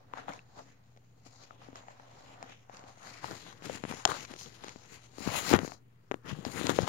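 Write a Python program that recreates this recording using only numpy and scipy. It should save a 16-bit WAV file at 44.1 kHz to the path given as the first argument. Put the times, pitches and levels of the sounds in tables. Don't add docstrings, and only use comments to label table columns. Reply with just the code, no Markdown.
import sys
import numpy as np
from scipy import signal
from scipy.fft import rfft, irfft
from scipy.io import wavfile
from scipy.ndimage import uniform_filter1d, minimum_filter1d

SR = 44100
rng = np.random.default_rng(int(sys.argv[2]) if len(sys.argv) > 2 else 0)


def level_to_linear(level):
    exponent = np.asarray(level, float) / 20
    return 10 ** exponent


def dump(signal):
    limited = np.clip(np.atleast_2d(signal).T, -1, 1)
    pcm = np.round(limited * 32767).astype(np.int16)
    wavfile.write(sys.argv[1], SR, pcm)


N = 303408
LAG_SAMPLES = 17
USUAL_DB = -55

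# (above the effort [dB], growth with effort [dB/dB],
# per weight [dB/dB], per closeness [dB/dB])
GRIT_LAYER = (0.1, 1.14, 0.019, 0.0091)


def evened(x):
    return x / np.sqrt(np.mean(x ** 2) + 1e-20)


def read(points, hz, column=1):
    table = np.array(points)
    return np.interp(np.log(hz + 1), np.log(table[:, 0] + 1), table[:, column])


def causal(db):
    mirrored_db = np.r_[db, db[-2:0:-1]]
    log_gain = np.log(level_to_linear(np.maximum(mirrored_db, -100)))
    return np.fft.ifft(np.exp(np.conj(signal.hilbert(log_gain)))).real[:len(db) // 2]


def coloured(x, points, column=1):
    taps = causal(read(points, np.fft.rfftfreq(8192, 1 / SR), column))
    taps = taps.reshape((1,) * (x.ndim - 1) + (-1,))
    return signal.oaconvolve(x, taps, axes=-1)[..., :x.shape[-1]]


def paired(x):
    # (frequency [Hz], likeness [0-1])
    likeness = [(60, 1), (300, 0.56), (1500, 0.048), (5000, 0.033), (15000, 0.08)]
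    alike = np.clip(read(likeness, np.fft.rfftfreq(N, 1 / SR)), 0, 1)
    late = rfft(np.roll(x[0], LAG_SAMPLES))
    own = rfft(x[1])
    return np.array([x[0], irfft(alike * late + np.sqrt(1 - alike ** 2) * own, N)])


def room():
    # (frequency [Hz], level [dB per Hz])
    air_colour = [(15, -23), (40, -5), (80, -6), (200, -11.5), (300, -21.5), (650, -28.5), (2500, -33),
                  (6000, -51), (15500, -37)]
    # (frequency [Hz], width of the wavering part [Hz], level [dB])
    hum_hz, width_hz, hum_db = (119, 7.3, -62.5)
    air_db, waver_depth = -63.5, 0.27
    air = level_to_linear(air_db) * evened(paired(coloured(rng.standard_normal((2, N)), air_colour)))
    r = np.exp(-np.pi * width_hz / SR)
    slow = [evened(signal.lfilter([1 - r], [1, -r], rng.standard_normal(N))) for _ in range(2)]
    waver = slow[0] + 1j * slow[1]
    carrier = np.exp(2j * np.pi * hum_hz * np.arange(N) / SR)
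    hum = evened(((1 + waver_depth * waver) * carrier).real)
    return air + level_to_linear(hum_db) * hum


def closeness(s):
    # (time [s], near over far port [dB])
    approach = [(0, 1.5), (.7, 1.5), (1.3, 6), (1.7, 0.5), (2.6, 1.5), (3.1, 4.5), (3.7, 7), (4.4, 7.5),
                (5.0, 8), (5.5, 10), (5.9, 9.5), (6.3, 8), (6.6, 13.5), (6.88, 10.5)]
    return np.interp(s, *np.transpose(approach))


def sides(pan_db):
    return np.array([np.ones_like(pan_db), level_to_linear(-pan_db)])


def follow(layer, s):
    # (peak time [s], rise [s], fall [s], effort [dB],
    # weight [dB]: pressing above 0, light brushing below)
    stroke_rows = [(0.0, 0.11, 0.16, -69, 3), (0.18, 0.059, 0.082, -55, 10.5),
                   (0.29, 0.013, 0.032, -50, 13), (0.35, 0.091, 0.066, -56.5, 4.5),
                   (.44, 0.12, 0.16, -79, 16), (0.594, 0.041, 0.035, -55, 12), (.7, 0.4, 0.074, -65.5, 0.5),
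                   (.93, 0.73, 0.4, -76, -1), (1.18, 0.049, 0.26, -74.5, -3),
                   (1.266, 0.021, 0.026, -57, -10), (1.34, 0.2, .15, -65.5, -5),
                   (1.429, 0.063, 0.064, -60.5, -1.5), (1.532, 0.18, 0.087, -65, 1),
                   (1.619, 0.041, 0.2, -61, 5), (1.765, 0.023, 0.074, -56, 1),
                   (1.9, 0.076, 0.13, -64.5, -0.5), (2.03, .15, 0.051, -71, 6),
                   (2.198, 0.09, 0.045, -63, 2), (2.337, 0.57, 0.093, -60.5, 2),
                   (2.43, 0.062, 0.092, -60.5, 8), (2.523, 0.14, 0.059, -58.5, 7),
                   (2.6, 0.13, 0.15, -69, 5.5), (2.74, .06, 0.24, -59.5, 4), (2.886, 0.045, 0.096, -59, -2),
                   (3.071, 0.12, 0.22, -53, -2.5), (3.16, 0.11, 0.12, -57, 0.5),
                   (3.243, 0.042, 0.29, -48.5, -1.5), (3.32, 0.087, 0.078, -54.5, 14),
                   (3.41, .12, 0.22, -67, 8), (3.491, 0.087, 0.061, -53.5, 4),
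                   (3.654, 0.021, 0.031, -44.5, -1), (3.7, 0.12, .05, -61, 19),
                   (3.755, 0.13, 0.061, -46.5, 2), (3.9, 0.069, .08, -47.5, 2.5),
                   (3.99, 0.22, 0.092, -51, -2.5), (4.096, 0.034, 0.11, -41.5, 3),
                   (4.159, 0.043, 0.089, -49, -5), (4.23, 0.071, .04, -49.5, -2),
                   (4.303, 0.037, 0.12, -52.5, 4), (4.4, 0.041, 0.11, -51.5, -10.5),
                   (4.462, 0.084, 0.14, -56.5, 5), (4.552, 0.048, 0.04, -56, 0),
                   (4.682, 0.15, 0.13, -53.5, 1.5), (4.84, 0.24, 0.1, -61, -0.5),
                   (4.939, 0.066, 0.064, -52.5, -4.5), (5.05, 0.16, 0.059, -61, -6),
                   (5.19, 0.027, .1, -55, -19), (5.276, 0.061, .1, -47, -7), (5.385, 0.16, 0.065, -38, -2),
                   (5.45, .06, 0.098, -48.5, 0), (5.515, 0.099, 0.034, -36, -1.5),
                   (5.547, 0.036, .028, -35, 18.5), (5.609, 0.08, 0.11, -54.5, 20.5),
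                   (5.656, 0.063, 0.065, -53.5, -14.5), (5.733, 0.087, 0.039, -58, -10.5),
                   (6.09, .15, 0.048, -75.5, 3.5), (6.135, 0.034, 0.068, -71, 26),
                   (6.258, 0.013, .05, -59, 18), (6.301, 0.033, 0.047, -46.5, 7.5),
                   (6.35, .04, 0.16, -59.5, 0), (6.42, 0.16, 0.077, -60.5, 19),
                   (6.466, 0.029, 0.088, -49, 7.5), (6.52, 0.041, 0.054, -51, -4),
                   (6.578, .06, 0.1, -42, 3), (6.655, 0.054, 0.061, -43, 9.5),
                   (6.701, 0.035, 0.033, -36.5, 10), (6.76, 0.09, 0.098, -44.5, 5),
                   (6.832, 0.095, 0.042, -46, 11), (6.879, 0.014, .1, -41, 10)]
    drop_db = 15
    roundness = 1.153
    rest_db, rest_weight_db = -81.5, 10.5
    above_db, growth, per_weight, per_close = layer
    at, rise, fall, effort_db, weight_db = np.transpose(stroke_rows)[..., None]
    away = np.maximum((at - s) / rise, (s - at) / fall)
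    stroke_db = effort_db - drop_db * away ** roundness
    moving_db = growth * (stroke_db - USUAL_DB) + per_weight * weight_db
    resting_db = growth * (rest_db - USUAL_DB) + per_weight * rest_weight_db
    total = (level_to_linear(moving_db) ** 2).sum(axis=0) + level_to_linear(resting_db) ** 2
    return USUAL_DB + above_db + 10 * np.log10(total) + per_close * closeness(s)


def slips(per_s, spread_db, clump_db, clump_s):
    clumps = evened(uniform_filter1d(rng.standard_normal(N), max(round(clump_s * SR), 1)))
    size = level_to_linear(spread_db * np.minimum(rng.exponential(1, N), 5) + clump_db * clumps)
    hit = rng.random(N) < per_s / SR
    return paired(size * hit * rng.standard_normal((2, N)))


def swishing(x):
    depth_db, width_hz, length_s = 2.5, 1200, 0.1
    hz, t, z = signal.stft(x, SR, nperseg=512)
    patches = rng.standard_normal((len(hz), len(t)))
    for size, axis in 2 * [(width_hz / hz[1], 0), (length_s / t[1], 1)]:
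        patches = uniform_filter1d(patches, max(round(size), 1), axis=axis)
    return signal.istft(z * level_to_linear(depth_db * evened(patches)), SR, nperseg=512)[1][:, :N]


def handling():
    # (frequency [Hz], level [dB per Hz])
    rasp_colour = [(1400, -21.5), (2000, -0.5), (3000, -2.5), (4000, -3.5), (5000, -35)]
    hiss_colour = [(3200, -20.5), (4000, 2.5), (5500, 0), (7600, -1.5), (8300, -33)]
    sheen_colour = [(7600, -42), (8300, 14), (10000, 14.5), (12000, 10), (13500, -9)]
    glint_colour = [(9500, -46), (13500, 8)]
    drum_colour = [(300, -47), (500, -6.5), (800, -2), (1300, -4), (2000, -9), (2800, -59.5)]
    flex_colour = [(30, -30), (70, 7.5), (150, 7.5), (280, 5), (500, 2), (750, -26.5)]
    # (above the effort [dB],
    # growth with effort [dB/dB], per weight [dB/dB], per closeness [dB/dB])
    hiss_layer = (-0.037, 1.13, -0.4, 0.17)
    sheen_layer = (-12.5, 1.39, -0.5, 0.5745)
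    drum_layer = (2.76, 1.105, 0.5, 0.013)
    flex_layer = (-5, 0.93, 0.67, 0.9)
    pan_per_effort = 0.1

    s = np.arange(0, N + 64, 64) / SR
    layers = (GRIT_LAYER, hiss_layer, sheen_layer, drum_layer, flex_layer)
    columns = [follow(layer, s) for layer in layers]
    columns.append(closeness(s) + pan_per_effort * (columns[0] - USUAL_DB))
    columns = [np.interp(np.arange(N) / SR, s, c) for c in columns]
    rasp_db, hiss_db, sheen_db, drum_db, flex_db, pan_db = columns

    fine = slips(20000, spread_db=2.5, clump_db=1.5, clump_s=.008)
    coarse = slips(4000, spread_db=1.0, clump_db=1.5, clump_s=0.0071)
    lumps = slips(1500, spread_db=2.0, clump_db=2.5, clump_s=0.016)

    rasp = level_to_linear(rasp_db) * evened(coloured(fine, rasp_colour))
    hiss = level_to_linear(hiss_db) * evened(coloured(fine, hiss_colour))
    glint_gain = level_to_linear(2.5 + 0.2 * (sheen_db + 41.5))
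    glint = glint_gain * evened(coloured(fine, glint_colour))
    sheen = level_to_linear(sheen_db) * (evened(coloured(fine, sheen_colour)) + glint)
    sheen = sheen * level_to_linear([[0], [-4]])
    drum = level_to_linear(drum_db) * evened(coloured(coarse, drum_colour))
    flex = level_to_linear(flex_db) * evened(coloured(lumps, flex_colour))
    flex = flex * level_to_linear([[0], [-3]])
    return (swishing(rasp + hiss + sheen + drum) + flex) * sides(pan_db)


def tube(paper):
    # (frequency [Hz], width [Hz], level [dB])
    pipe_modes = [(270, 15.7, 7.5), (520, 230, -2.5), (712, 160, -3)]
    # (time [s], level [dB])
    opening = [(2.6, 0), (3.4, -17.5)]
    modes = 0
    for hz, width_hz, db in pipe_modes:
        modes = modes + level_to_linear(db) * signal.lfilter(*signal.iirpeak(hz, hz / width_hz, SR), paper)
    return modes * level_to_linear(np.interp(np.arange(N) / SR, *np.transpose(opening)))


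def ticks(count=70):
    low_hz, high_hz = 150, 1500
    above_db, spread_db, crack_db = 7, 2, -8
    when, size, pitch, hard = rng.random((count, 4)).T
    s = (np.arange(count) + when) * N / SR / count
    peak_db = follow(GRIT_LAYER, s) + above_db - spread_db * np.log(size + .1)
    hz = low_hz * (high_hz / low_hz) ** pitch
    return list(zip(s, peak_db, hz, crack_db + 16 * (hard - .5)))


def ring_time(peak_db, hz, crack_db):
    t60_at_500_hz, pitch_power = 0.014, 0.1
    shorter_per_db, bump_from_db, longer_per_db = 0.08, -17.5, 1
    bump_db = longer_per_db * max(bump_from_db - crack_db, 0)
    strength_db = shorter_per_db * (peak_db + 34)
    t60 = t60_at_500_hz * (500 / hz) ** pitch_power * level_to_linear(bump_db - strength_db)
    return max(t60, .002)


def cracking(crack_db, t):
    # (frequency [Hz], level [dB per Hz])
    crack_colour = [(500, -33.5), (1500, -1.5), (4500, 5.5), (7400, 1.5), (8500, -13), (12000, -18.5),
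                    (16000, -23)]
    tear_t60_s, tear_growth, tear_shared = .0065, 1.45, 1.5
    tearing = rng.standard_normal((2, len(t))) * level_to_linear(-60 * t / tear_t60_s)
    tearing = coloured(tearing, crack_colour)
    tearing[1] += tear_shared * tearing[0]
    tearing /= abs(tearing).max(axis=1, keepdims=True)
    pull = -np.exp(-.5 * (t / .00007 - 3) ** 2)
    tear_gain = level_to_linear(tear_growth * crack_db - 6.5)
    return tear_gain * tearing + level_to_linear(min(crack_db + 3.0, 0)) * pull


def snaps():
    # (time [s], peak [dB], ring [Hz], crack strength [dB])
    snap_rows = [(.1363, -20, 1010, -13.5), (.1734, -30, 1020, -8), (.2824, -21, 806, -15.5),
                 (.3223, -35, 2170, -20), (.3353, -33, 980, 1.5), (.3915, -37, 2660, -4.5),
                 (0.9639, -51, 150, -2), (.9738, -51, 520, 3), (1.5075, -32, 1280, -19.5),
                 (1.62, -43, 500, -14), (1.6864, -33.5, 254, -20), (1.73, -37, 225, -12),
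                 (1.757, -33, 1190, 2), (1.836, -45, 900, -12), (1.8839, -36, 814, -6),
                 (1.998, -36.5, 800, -9.5), (2.4274, -30, 714, 0.5), (2.4952, -44, 714, 4),
                 (2.6965, -32.5, 760, -11.5), (2.7464, -49, 200, 8), (2.7697, -55.5, 1270, 14.5),
                 (2.7935, -45, 178.6, 5.5), (2.8394, -41, 240, -2), (2.9732, -42.5, 684, -20),
                 (3.243, -15, 897, -18), (3.2557, -37, 1380, 4.5), (3.311, -28, 270, 3),
                 (3.3235, -38.5, 119, -30), (3.527, -37, 892, 1), (3.623, -35, 156, -3),
                 (3.648, -39, 199, -29), (3.6971, -17, 530, -20), (3.7494, -32.5, 198, -28),
                 (3.8383, -18, 180, -6.5), (3.8517, -19, 160, -10), (3.9125, -26, 169, 0),
                 (3.924, -23, 910, -11), (3.939, -25, 158, -12), (3.9985, -33, 850, -4),
                 (4.0525, 1.5, 860, 7), (4.0573, -10.5, 710, -22), (4.0757, -27.5, 710, 8),
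                 (4.087, -23.5, 392, -28), (4.1176, -13, 1180, -12), (4.2502, -35.5, 1070, 7),
                 (4.3097, -30.5, 262, -23), (4.3384, -30, 310, 1), (4.3628, -37, 270, 4),
                 (4.3895, -42, 3320, 6), (4.4114, -39.5, 3100, 8), (4.4598, -41.5, 3400, 7),
                 (4.6383, -31, 860, 2), (4.6439, -31, 333, 3), (4.6666, -31.5, 190, -16),
                 (4.6828, -35.5, 186, 9), (4.6927, -39.5, 880, 10.5), (4.7599, -29, 186, -14),
                 (5.1838, -22.5, 285, -19), (5.2055, -28.5, 243, -24), (5.2196, -31, 240, -24),
                 (5.259, -27.5, 190, -35), (5.2748, -10.5, 222, -20.5), (5.2866, -24.5, 106, -32),
                 (5.304, -27, 2290, -15), (5.372, -34, 320, -27), (5.4822, -28, 150, -29.5),
                 (5.5132, -7.5, 277, -25.5), (5.5306, -6.5, 330, -10), (5.5363, -9, 351, 1),
                 (5.5388, 12, 251, -17.5), (5.5469, -8, 188.4, -26.5), (5.5822, -20.5, 310, -29),
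                 (5.59, -14.5, 225, -2), (5.6195, -29, 130, -26), (5.632, -18, 163, -28),
                 (5.648, -18, 400, -18), (5.6779, -24, 237, -9.5), (5.7197, -28, 688, -5),
                 (6.1136, -12, 290, -9.5), (6.1187, -16.5, 370, -10), (6.1423, -15.5, 288, -13.5),
                 (6.2462, -36.5, 175, -34.5), (6.293, -31.5, 240, -4.5), (6.3143, -25.5, 166, -33),
                 (6.3283, -21.5, 150, -33.5), (6.3878, -28, 160, -28), (6.4509, -23.5, 670, 6),
                 (6.4651, -19.5, 235, -30), (6.613, -15.5, 297, -10), (6.6685, -25.5, 666, 11),
                 (6.6946, -10, 300, 0), (6.7881, -2.5, 503, -19), (6.802, -20, 150, -35),
                 (6.813, -41, 460, 12), (6.821, -27.5, 220, 8), (6.831, -17.5, 150, -30.5)]
    pan_base_db, pan_per_peak, pan_per_crack = 3, .1, -0.39
    length = 3072
    t = np.arange(length) / SR
    out = np.zeros((2, N + length + LAG_SAMPLES))
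    for s, peak_db, hz, crack_db in [*snap_rows, *ticks()]:
        pan_db = closeness(s) + pan_base_db + pan_per_peak * (peak_db + 48) + pan_per_crack * crack_db
        rise_s = 0.000049 * level_to_linear(-.5 * crack_db)
        fade = level_to_linear(-60 * t / ring_time(peak_db, hz, crack_db)) * (1 - np.exp(-t / rise_s)) ** 2
        ring = -fade * np.cos(2 * np.pi * hz * t + 0.67)
        wide_hz = rng.uniform(0.32, 1.0) * hz
        wide = -fade * np.cos(2 * np.pi * wide_hz * t)
        crack = level_to_linear([[0], [7]]) * cracking(crack_db, t)
        sound = ring + np.array([[.4], [.2]]) * wide + crack
        sound *= level_to_linear(peak_db) * sides(pan_db)[:, None]
        at = round(s * SR)
        late = at + LAG_SAMPLES
        out[0, at:at + length] += sound[0]
        out[1, late:late + length] += sound[1]
    return out[:, :N]


def scene():
    paper = handling() + snaps()
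    return paper + tube(paper) + room()


def limited(ports):
    ceiling_db, recovery_db_per_s = -.4, 1000.0
    fall_db = np.arange(N) * recovery_db_per_s / SR
    over_db = np.maximum(20 * np.log10(abs(ports).max(axis=0) + 1e-9) - ceiling_db, 0)
    held_db = np.maximum.accumulate(over_db + fall_db) - fall_db
    ahead_db = uniform_filter1d(-minimum_filter1d(-held_db, size=25), size=25)
    return ports / level_to_linear(ahead_db)


def top_cut(x):
    return signal.sosfilt(signal.butter(12, 16490, fs=SR, output="sos"), x)


def record(dry):
    # (frequency [Hz], left [dB], right [dB])
    port_colours = [(19.7, -26.5, -29), (51.6, -7, -17), (98, -2, -2.5), (4040, 0, -2.5),
                    (5700, -2.5, -2.5), (6900, 3, -1.5), (7640, -3, -17), (8140, -9.5, 6),
                    (8800, -3.5, -8.5), (15550, -8.5, -6.5)]
    edge_hz, offset = 15850, -.0006
    ports = np.array([coloured(dry[i], port_colours, column=i + 1) for i in range(2)])
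    edge = signal.firwin(511, edge_hz, window=("kaiser", 9), fs=SR)
    mix = signal.oaconvolve(limited(ports), edge[None], "same") + offset
    return top_cut(mix)


dry = scene()
out = record(dry)
dump(out)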